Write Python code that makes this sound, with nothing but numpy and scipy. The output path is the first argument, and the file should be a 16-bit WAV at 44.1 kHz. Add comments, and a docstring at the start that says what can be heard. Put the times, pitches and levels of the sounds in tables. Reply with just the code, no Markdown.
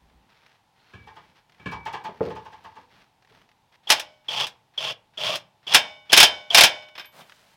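"""In a home workshop a big off-road wheel is shuffled onto its hub: the tyre bumps, the steel rim knocks and clacks.
Then, close by, a cordless impact wrench runs a nut down in seven short trigger pulls: the motor chirps, gears
and socket rattle, and hammer blows set the rim ringing and overload the microphone. The socket is pulled off.
Contacts are short bursts of shaped noise, rubbing is a crowd of tiny grains, and ringing is made of fading sines."""
import sys
import numpy as np
from scipy import signal
from scipy.fft import rfft, irfft
from scipy.io import wavfile

SR = 44100
rng = np.random.default_rng(int(sys.argv[2]) if len(sys.argv) > 2 else 0)


def to_wav(sig):
    """Store sig (one row per channel, or 1-D mono) as 16-bit WAV at the path in sys.argv[1].

    Samples outside -1..1 are clipped; the rate is SR.
    """
    pcm = np.clip(np.atleast_2d(sig), -1, 1) * 32767
    pcm = np.round(pcm).astype(np.int16)
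    wavfile.write(sys.argv[1], SR, pcm.T)  # frames by channels


N = 333396
TIME = np.arange(N) / SR   # seconds

# All dB in the tables are relative: they are set before the sounds are mixed.
# Trigger pulls. Each row: start and stop in seconds, starting jolt in dB, rattle in dB,
# resonance of the spinning nut in Hz, its level in dB.
PULLS = [(3.871, 3.984, -32, -32.5, 827, -34.5), (4.283, 4.447, -23.5, -25, 863, -37.5),
         (4.776, 4.916, -21, -28, 602, -40.5), (5.174, 5.36, -30, -26.5, 628, -35.5),
         (5.667, 5.776, -32, -26, 784, -38), (6.095, 6.243, -31, -26.5, 707, -41),
         (6.502, 6.679, -20.5, -24.5, 701, -30)]
# Tone of the gears. Each row: frequency in Hz, level in dB per Hz.
GEARS = [(40, -36.5), (75, -27.5), (130, -4), (280, -24), (500, -6.5), (1000, -4.5), (1500, -9.5),
         (2100, -9), (2700, -0.5), (3300, 4.5), (3900, -8.5), (5200, -7), (7500, -23.5), (11000, -29),
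         (16000, -36.5)]
# Tone of a grainy scuff. Each row: frequency in Hz, level in dB per Hz.
SCUFF = [(200, -6.5), (900, 6), (1800, 7), (3500, 2.5), (5500, -5), (7500, -19), (15000, -23.5)]
# Tone of a sleeve swish or a scrape. Each row: frequency in Hz, level in dB per Hz.
SWISH = [(60, -37), (500, -8.5), (1500, 12), (4000, 10.5), (7000, 2), (12000, -4.5), (16000, -6.5)]
# Broad resonances of the hammer case. Each row: frequency in Hz, width in Hz, level in dB.
ANVIL = [(875, 130, -12), (1530, 180, -5), (2480, 89, -3), (3500, 600, 2.5), (5283, 190, 0)]


def from_db(db):
    """Turn decibels into a gain."""
    return 10 ** (np.asarray(db) / 20)


def rms_one(x):
    """Scale to an rms (average strength) of 1."""
    return x / np.sqrt(np.mean(x ** 2) + 1e-20)


def at_hz(points, hz):
    """Read a table between its points, along a log-frequency axis."""
    table_hz, value = np.transpose(points)
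    return np.interp(np.log(np.maximum(hz, 1)), np.log(table_hz), value)


def drift(rate):
    """Slow wandering: straight lines between random points of spread 1, `rate` points a second."""
    knots = rng.standard_normal(int(N / SR * rate) + 2)
    return np.interp(TIME * rate, np.arange(len(knots)), knots)


def colour(x, spectrum, peaks=(), size=8192):
    """Causal filter with a smooth spectrum and resonances on top; white noise keeps its power."""
    hz = np.arange(size // 2 + 1) * SR / size
    lift = 1 + sum(from_db(db) ** 2 / (1 + (2 * (hz - f) / width) ** 2) for f, width, db in peaks)
    gain = rms_one(from_db(at_hz(spectrum, hz)) * np.sqrt(lift))
    # Folding the cepstrum forward makes the filter respond as early as it can.
    cepstrum = irfft(np.log(gain))
    cepstrum[1:size // 2] *= 2
    cepstrum[size // 2 + 1:] = 0
    response = irfft(np.exp(rfft(cepstrum)))
    return signal.oaconvolve(x, response)[:N]


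def ring(x, hz, t60):
    """A resonator: a unit click starts a sine of height 1 that falls by 60 dB in t60 seconds."""
    shrink = from_db(-60 / (t60 * SR))
    turn = 2 * np.pi * hz / SR
    return signal.lfilter([0, np.sin(turn)], [1, -2 * shrink * np.cos(turn), shrink ** 2], x + 1e-18)


def clicks(rows):
    """One click for each row of time in seconds and level in dB."""
    out = np.zeros(N)
    for s, db in rows:
        out[round(s * SR)] += from_db(db)
    return out


def bursts(rows, t60, rise_s):
    """Each contact shakes a crowd of dense modes: noise that swells quickly and dies away."""
    t = TIME[:SR]
    shape = (1 - np.exp(-t / rise_s)) * from_db(-60 * t / t60)
    power = signal.oaconvolve(clicks(rows) ** 2, (shape / shape.max()) ** 2)[:N]
    return np.sqrt(np.abs(power)) * rng.standard_normal(N)


def grains(per_s, spread_db):
    """Random tiny contacts of uneven size, with an rms of 1."""
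    sizes = from_db(spread_db * np.minimum(rng.exponential(1, N), 4))
    present = rng.random(N) < per_s / SR
    return rms_one(present * sizes * rng.standard_normal(N))


def stroke(start, length, swell_s, release_s):
    """Loudness of a rubbing movement: it swells, holds until its length is over and dies away."""
    t = np.maximum(TIME - start, 0)
    return (1 - np.exp(-t / swell_s)) * np.exp(-np.maximum(t - length, 0) / release_s)


def strokes(rows, release_s):
    """Add up rows of start, length and swell (s), bright dB, dull dB into a bright and a dull loudness."""
    return sum(np.outer(from_db(levels), stroke(start, length, swell, release_s))
               for start, length, swell, *levels in rows)


def hammer():
    """Each blow is a bright crack, a clang of the case and a ring of steel; weaker modes blur into a wash."""
    # Tones of the crack and of the clang. Each row: frequency in Hz, level in dB per Hz.
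    crack_tone = [(50, -52), (300, -28.5), (1500, -6.5), (4000, 5.5), (6000, -2.5), (8000, -5.5),
                  (11000, -4), (16000, -20)]
    steel_tone = [(35, -57.5), (60, -28.5), (448, -11), (842, -1), (1220, -8), (1660, -2.5), (2050, -5.5),
                  (2410, 0), (2650, -2), (3500, -3), (4320, -9), (5210, -3.5), (7230, -16), (9790, -21.5),
                  (16000, -29)]
    blows = hammer_blows()
    crack = colour(bursts(blows, t60=0.05, rise_s=0.00083), crack_tone)
    clang = colour(bursts(blows, t60=0.099, rise_s=0.00087), steel_tone, ANVIL)
    crowd = [(150, -21.0), (450, -11.0), (620, 5.0), (850, 0.0), (1250, -17.0), (2300, -8), (3300, -5),
             (4400, -11.5), (5300, -9.5), (7000, -24), (14000, -41.0)]   # (Hz, dB per Hz)
    clusters = [(3118, 42, 8.7), (5215, 70, 8.3)]   # (Hz, width Hz, dB)
    wash = colour(bursts(blows, t60=0.45, rise_s=0.0017), crowd, clusters)
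    return from_db(-6) * crack + from_db(-2.5) * clang + from_db(-20) * rim(blows) + from_db(-31) * wash


def hammer_blows():
    """List every contact of steel on steel in the drive: grazes, runs of blows and halts."""
    # The hammer grazes the anvil, then catches and strikes at a steady beat.
    # Each row: first blow in seconds, number of blows, blow in dB, graze in dB.
    hammering = [(3.9015, 1, -6, -26), (3.918, 1, -10, -22.5), (5.7454, 1, 1, -17.5), (6.129, 1, -2, -21.5),
                 (6.174, 3, 1.5, -10), (6.546, 1, -1, -30), (6.581, 3, 0, -5.5)]
    # The drive snaps to a halt. Each row: time in seconds, level in dB.
    halts = [(3.9958, -25), (4.467, -30.5), (5.355, -26), (6.651, -17)]
    beat_s, graze_lead_s = .027, .009   # from blow to blow; from the graze to the first blow
    blow_loss_db = 0.62   # each blow is weaker than the last by this much
    grazes = [(s - graze_lead_s, graze_db) for s, _, _, graze_db in hammering]
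    runs = [(s + k * beat_s, db - k * blow_loss_db)
            for s, count, db, _ in hammering for k in range(round(count))]
    return grazes + runs + halts


def rim(rows, uneven_db=3.0, loose_db=-6):
    """Each blow adds energy to every mode, by a share of its own, and the energy leaks away."""
    # Ringing of the steel rim, socket and anvil.
    # Each row: frequency in Hz, level in dB, time to fall by 60 dB in seconds.
    modes = [(535, -24.5, 0.53), (611, -16, 0.72), (700, -20.5, 0.25), (824, -22, 0.7), (896, -26.5, 0.43),
             (1080, -26.5, 0.68), (1500, -26, 0.83), (1596, 0.5, 0.12), (1780, -6, 0.14), (1890, -22.5, .4),
             (2040, -23, 0.43), (2256, -18, 0.68), (2340, 3.5, 0.14), (2504, 1.5, .12), (2650, -17.5, 0.21),
             (2450, -18, 0.22), (2800, -1, .19), (2950, -22.5, 0.86), (3065, -16.5, 0.56), (3110, 4, 0.26),
             (3436, 3.5, 0.11), (3646, -1.5, 0.19), (3530, -7.5, 0.37), (3602, -23, 0.65),
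             (3770, -7.5, 0.12), (4000, -28, 0.41), (4470, -11, .13), (5190, 6.5, 0.05),
             (4960, -16.5, 0.39), (5740, -28.5, 0.32), (6650, -38.5, 0.52), (8430, -31, .28)]
    s, blow_db = np.transpose(rows)
    shares_db = uneven_db * rng.standard_normal((len(rows), len(modes)))
    loose = s < PULLS[4][0]   # until the fifth pull the nut is slack and passes little treble to the rim
    out = 0
    for (hz, db, t60), share_db in zip(modes, shares_db.T):
        muffle_db = loose * loose_db * np.clip(np.log2(hz / 900), 0, 1.5)
        blows = clicks(zip(s, blow_db + share_db + muffle_db)) ** 2 + 1e-24
        energy = signal.lfilter([1], [1, -from_db(-120 / (t60 * SR))], blows)
        tone = np.sin(2 * np.pi * (hz * TIME + rng.random()))
        out = out + from_db(db) * np.sqrt(energy) * tone
    return out


def drive_train(spin_up_s=.06, coast_s=0.0089, first_bite=.2, mesh_hz=1250, whine_db=-13, rough_db=1.54,
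                nut_t60=0.049, wobble_db=3):
    """Motor speed drives the gear rattle, the loose socket's clatter, the hum of the nut and a faint whine."""
    # The nut binds in its thread and the rattle swells.
    # Each row: time in seconds, length in seconds, extra level in dB.
    binds = [(4.408, 0.013, 5), (4.838, 0.026, 2.5), (5.263, .035, 3.5), (5.727, .01, 8)]
    rattle, hum, whine = np.zeros((3, N))
    for start, stop, _, rattle_db, nut_hz, nut_db in PULLS:
        span = slice(int(start * SR), int((stop + .2) * SR))   # leaves time to coast down
        t = TIME[span]
        spin_up = 1 - (1 - first_bite) * np.exp(-(t - t[0]) / spin_up_s)
        speed = spin_up * np.exp(-np.maximum(t - stop, 0) / coast_s)
        rattle[span] += from_db(rattle_db) * speed
        shaking = np.diff(rng.standard_normal(len(t) + 1))
        hum[span] += from_db(nut_db) * speed * rms_one(ring(shaking, nut_hz, nut_t60))
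        mesh = np.sin(2 * np.pi * mesh_hz * np.cumsum(speed) / SR)   # pitch follows the speed
        whine[span] += from_db(rattle_db + whine_db) * speed * mesh
    teeth = from_db(rough_db * drift(220)) * grains(per_s=6200, spread_db=-1.5)
    clatter = from_db(-8) * grains(per_s=900, spread_db=.5)
    bind_db = sum(db * np.exp(-((TIME - s) / length) ** 2) for s, length, db in binds)
    rattle = rattle * from_db(-1.5 + bind_db)
    housing = [(2370, 83, 0.0066), (2730, 56, 0), (3040, 71, 0.19), (3380, 160, 1)]   # (Hz, width Hz, dB)
    gears = colour(rattle * (teeth + clatter), GEARS, housing)
    return gears + hum * from_db(wobble_db * drift(50)) + whine


def motor_chirps(swell_s=.006):
    """The starting current makes the motor housing sing briefly, with a tick as the slack is taken up."""
    t = TIME[:SR // 10]
    shape = (t / swell_s * np.exp(1 - t / swell_s)) ** 2
    housing = [(3120, -2.5), (3340, 2), (3520, -12.0)]   # (Hz, dB)
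    chirp = shape * sum(from_db(db) * np.sin(2 * np.pi * hz * t) for hz, db in housing)
    jolts = [(start, jolt_db) for start, _, jolt_db, *_ in PULLS]
    slack = colour(bursts(jolts, t60=.06, rise_s=.001), GEARS)
    return signal.oaconvolve(clicks(jolts), chirp)[:N] + from_db(-13.5) * slack


def trigger(travel_s=0.038, rub_db=-62):
    """The trigger slides in with a rub of steady noise for a moment before the motor starts."""
    sliding = sum((TIME > start - travel_s) & (TIME < start) for start, *_ in PULLS)
    return from_db(rub_db) * colour(sliding * rng.standard_normal(N), SCUFF, ANVIL)


def socket(ping_hz=12400, ping_t60=.2):
    """The socket scrapes off the nut, stirs the rim and pings once it is free."""
    # Knocks on the nut as the socket comes off. Each row: time in seconds, level in dB.
    knock_times = [(6.823, -51), (6.953, -43.5), (6.979, -36.5), (6.996, -36), (7.045, -47), (7.207, -48.5)]
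    # Pings of the freed socket. Each row: time in seconds, level in dB.
    ping_times = [(6.981, -55), (7.056, -50)]
    knocks = colour(bursts(knock_times, t60=0.11, rise_s=0.0014), SCUFF, ANVIL)
    touch_tone = [(3000, -18), (10000, 6), (14000, -12)]   # (Hz, dB per Hz)
    touch = colour(bursts(ping_times, t60=0.034, rise_s=0.00056), touch_tone)
    ping = ring(clicks(ping_times), ping_hz, ping_t60)
    return knocks + from_db(-10.0) * rim(knock_times) + ping + from_db(-10) * touch


def wheel(scrape_lead_s=0.005, hub_hz=2300, hub_t60=0.82):
    """The rocked wheel scrapes and clacks on the studs, knocks on the hub and bumps its tyre: noise bursts."""
    # Clacks of the rim on the studs, knocks on the hub and hollow bumps of the tyre.
    # Each row: time in seconds, level in dB.
    clack_times = [(1.071, -42.5), (1.162, -43), (1.718, -30), (1.858, -28), (1.932, -28), (2.044, -31),
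                   (2.3, -37.5), (2.357, -37.5), (2.453, -41.5), (2.524, -43.5), (2.643, -39.5),
                   (2.759, -44.5)]
    knock_times = [(0.935, -36), (1.596, -41), (1.658, -23)]
    bump_times = [(2.087, -28), (2.206, -10), (2.275, -19), (2.783, -43), (3.31, -54)]
    # Their tones. Each row: frequency in Hz, level in dB per Hz.
    clack_tone = [(47, -32), (80, -18.5), (277, -27), (441, -15.5), (601, -22), (896, -9), (1250, -14.5),
                  (1340, -25.5), (1630, -15.5), (2130, -24.5), (3320, -24.5), (3960, -33), (5520, -36),
                  (13400, -71), (16000, -59.5)]
    knock_tone = [(29, -49.5), (50, -2), (104, 1.5), (330, -7), (448, -10), (638, -17), (1180, -12),
                  (1360, -18.5), (1720, -12), (2030, -39), (2330, -12.5), (2500, -15), (14000, -58.5)]
    bump_tone = [(50, -27.5), (90, -9), (200, -9.5), (330, -14.5), (440, 5), (560, -3.5), (760, -15.5),
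                 (1300, -26.5), (2000, -35.5), (4500, -62.5), (12000, -75.5)]
    # Resonances of the rim on the studs, and of the hub. Each row: frequency in Hz, width in Hz, level in dB.
    stud_peaks = [(883, 53, 7.5), (990, 70, -30.5), (1200, 100, -19.5), (1720, 150, -13.5)]
    hub_peaks = [(1690, 110, 9), (2287, 90, 4.5), (3270, 230, 0.5)]
    scrape_times = [(s - scrape_lead_s, db) for s, db in clack_times]
    scrapes = colour(bursts(scrape_times, t60=0.11, rise_s=.001), SWISH)
    clacks = colour(bursts(clack_times, t60=0.13, rise_s=0.0081), clack_tone, stud_peaks)
    knocks = colour(bursts(knock_times, t60=0.18, rise_s=0.001), knock_tone, hub_peaks)
    bumps = colour(bursts(bump_times, t60=0.038, rise_s=0.0028), bump_tone)
    hub = ring(clicks(knock_times), hub_hz, hub_t60)
    # The tread drags over grit.
    drag = from_db(-50.5) * stroke(start=2.206, length=.08, swell_s=.005, release_s=.01)
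    grit = colour(drag * grains(per_s=1200, spread_db=-4.5), SCUFF)
    steel = from_db(-20.5) * scrapes + from_db(-1.5) * clacks + from_db(-6.0) * knocks + from_db(-21) * hub
    return steel + from_db(-4.5) * bumps + grit


def handling(pressure_db=1.0, seating_db=-58.0):
    """Grainy scuffs over a soft rumble while the wheel is moved; later the socket slides onto the nut."""
    # Hands, clothes and rubber rub as the wheel is shifted.
    # Each row: start, length and swell in seconds, scuff in dB, rumble in dB.
    shoves = [(0, 0.27, 0.0045, -74, -73), (.285, .27, 0.0047, -63.5, -89), (.72, 0.22, 0.14, -59, -77),
              (.95, 0.35, 0.026, -64.5, -71.5), (1.345, 0.035, 0.0084, -60, -83),
              (1.5, 1.334, 0.065, -62.5, -71.5), (2.88, .14, 0.055, -56.5, -67),
              (3.28, 0.14, 0.016, -62.5, -66)]
    # Tone of the rumble. Each row: frequency in Hz, level in dB per Hz.
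    rumble_tone = [(30, 0.5), (100, -5), (170, 3.5), (400, -5.5), (900, -9), (2000, -37)]
    scuff, rumble = strokes(shoves, release_s=0.032) * from_db(pressure_db * drift(25))
    seating = from_db(seating_db) * stroke(start=3.718, length=.04, swell_s=.006, release_s=.003)
    fibres = grains(per_s=5000, spread_db=1.5)
    scuffs = colour((scuff + seating) * fibres, SCUFF)
    return scuffs + from_db(4.0) * colour(rumble * rng.standard_normal(N), rumble_tone)


def wrench_swings():
    """The wrench is pulled back, then lifted away: a grainy sleeve swish and a dull rub of the grip."""
    # Each row: start, length and swell in seconds, sleeve swish in dB, rub of the grip in dB.
    swings = [(7.115, 0.09, 0.05, -59.5, -47), (7.25, 0.285, 0.015, -68.5, -66)]
    # Tone of the grip. Each row: frequency in Hz, level in dB per Hz.
    grip_tone = [(70, -30), (150, 4.5), (350, -5.5), (600, 6), (1100, 0), (1800, -5), (5000, -19)]
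    swish, grip = strokes(swings, release_s=0.033)
    sleeve = from_db(6.5) * colour(swish * grains(per_s=7500, spread_db=3.0), SWISH)
    return sleeve + colour(grip * rng.standard_normal(N), grip_tone)


def creaks(slip_s=.025, uneven_db=1.5):
    """Something sticks and slips in runs of small ticks, evenly spaced but uneven in strength."""
    # Each row: first tick in seconds, number of ticks, level in dB.
    creak_runs = [(0.098, 1, -59), (0.463, 1, -49.5), (1.496, 3, -54.5), (3.223, 7, -56), (3.416, 1, -53.5),
                  (3.49, 2, -55), (6.886, 1, -47.5), (7.296, 2, -46)]
    ticks = [(s + k * slip_s, db + uneven_db * rng.standard_normal())
             for s, count, db in creak_runs for k in range(round(count))]
    return colour(bursts(ticks, t60=0.037, rise_s=0.00027), SCUFF)


def squeak(pitch_hz=4250, level_db=-72, waver=0.026, stutter_db=4):
    """Rubber slides on the floor with a thin, broken squeak: a sine of unsteady pitch and level."""
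    pitch = pitch_hz * (1 + waver * drift(900))
    onset = stroke(start=.77, length=.14, swell_s=.03, release_s=.015)
    slip = onset * from_db(level_db + stutter_db * drift(120))
    return slip * np.sin(2 * np.pi * np.cumsum(pitch) / SR)


def breeze(gust_db=-59):
    """A puff of wind on the microphone at the start, made of low noise."""
    # Tone of the wind. Each row: frequency in Hz, level in dB per Hz.
    wind_tone = [(25, 3), (60, 13), (100, -19), (300, -14), (1500, -45)]
    gust = from_db(gust_db) * stroke(start=0, length=0.16, swell_s=0.017, release_s=.06)
    return gust * colour(rng.standard_normal(N), wind_tone)


def still_air(level_db=-65.5):
    """The still air of the workshop: steady, soft noise."""
    # Tone of the air. Each row: frequency in Hz, level in dB per Hz.
    air_tone = [(20, 1), (45, -1), (62, -7.5), (120, 0), (200, -5), (300, -10), (600, -11.5), (870, 0),
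                (1200, -14), (3600, -16.5), (7500, -27.5), (15000, -33.5)]
    return from_db(level_db) * colour(rng.standard_normal(N), air_tone)


def workshop(x, build_s=0.0016):
    """A diffuse echo from the cluttered walls: bands of fading noise, of which the lows last longest."""
    # Each row: frequency in Hz, time to fall by 60 dB in seconds.
    room_t60 = [(100, 0.79), (260, 0.43), (700, 0.33), (1840, 0.29), (4850, 0.17), (12800, 0.11)]
    t, tail = TIME[:SR], 0
    edges = np.geomspace(50, 18000, 10)   # band limits in Hz
    for low, high in zip(edges, edges[1:]):
        band_filter = signal.butter(2, [low, high], "band", fs=SR, output="sos")
        band = signal.sosfilt(band_filter, rng.standard_normal(SR))
        tail = tail + band * from_db(-60 * t / at_hz(room_t60, np.sqrt(low * high)))
    tail = tail * (1 - np.exp(-t / build_s))
    return signal.oaconvolve(x, tail / np.sqrt(np.sum(tail ** 2)))[:N]


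def scene():
    """The wheel is a few steps away, with more echo; the wrench is at arm's length."""
    far = wheel()
    near = hammer() + drive_train() + motor_chirps() + trigger() + socket()
    rubbing = handling() + wrench_swings() + creaks() + squeak()
    echo = workshop(from_db(-8) * far + from_db(-18.0) * near)
    return (far + near + rubbing + breeze() + still_air() + echo)[None]


def record(dry, ceiling=0.78, hardness=2.6, low_cut_hz=55, cutoff_hz=16000):
    """The microphone flattens the loudest peaks; the deep bass and the top are cut."""
    clipped = dry / (1 + np.abs(dry / ceiling) ** hardness) ** (1 / hardness)
    bass_cut = signal.butter(2, low_cut_hz, "high", fs=SR, output="sos")
    thinned = signal.sosfilt(bass_cut, clipped)
    top_cut = signal.ellip(8, .05, 50, cutoff_hz, fs=SR, output="sos")
    return signal.sosfiltfilt(top_cut, thinned)


dry = scene()
out = record(dry)
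to_wav(out)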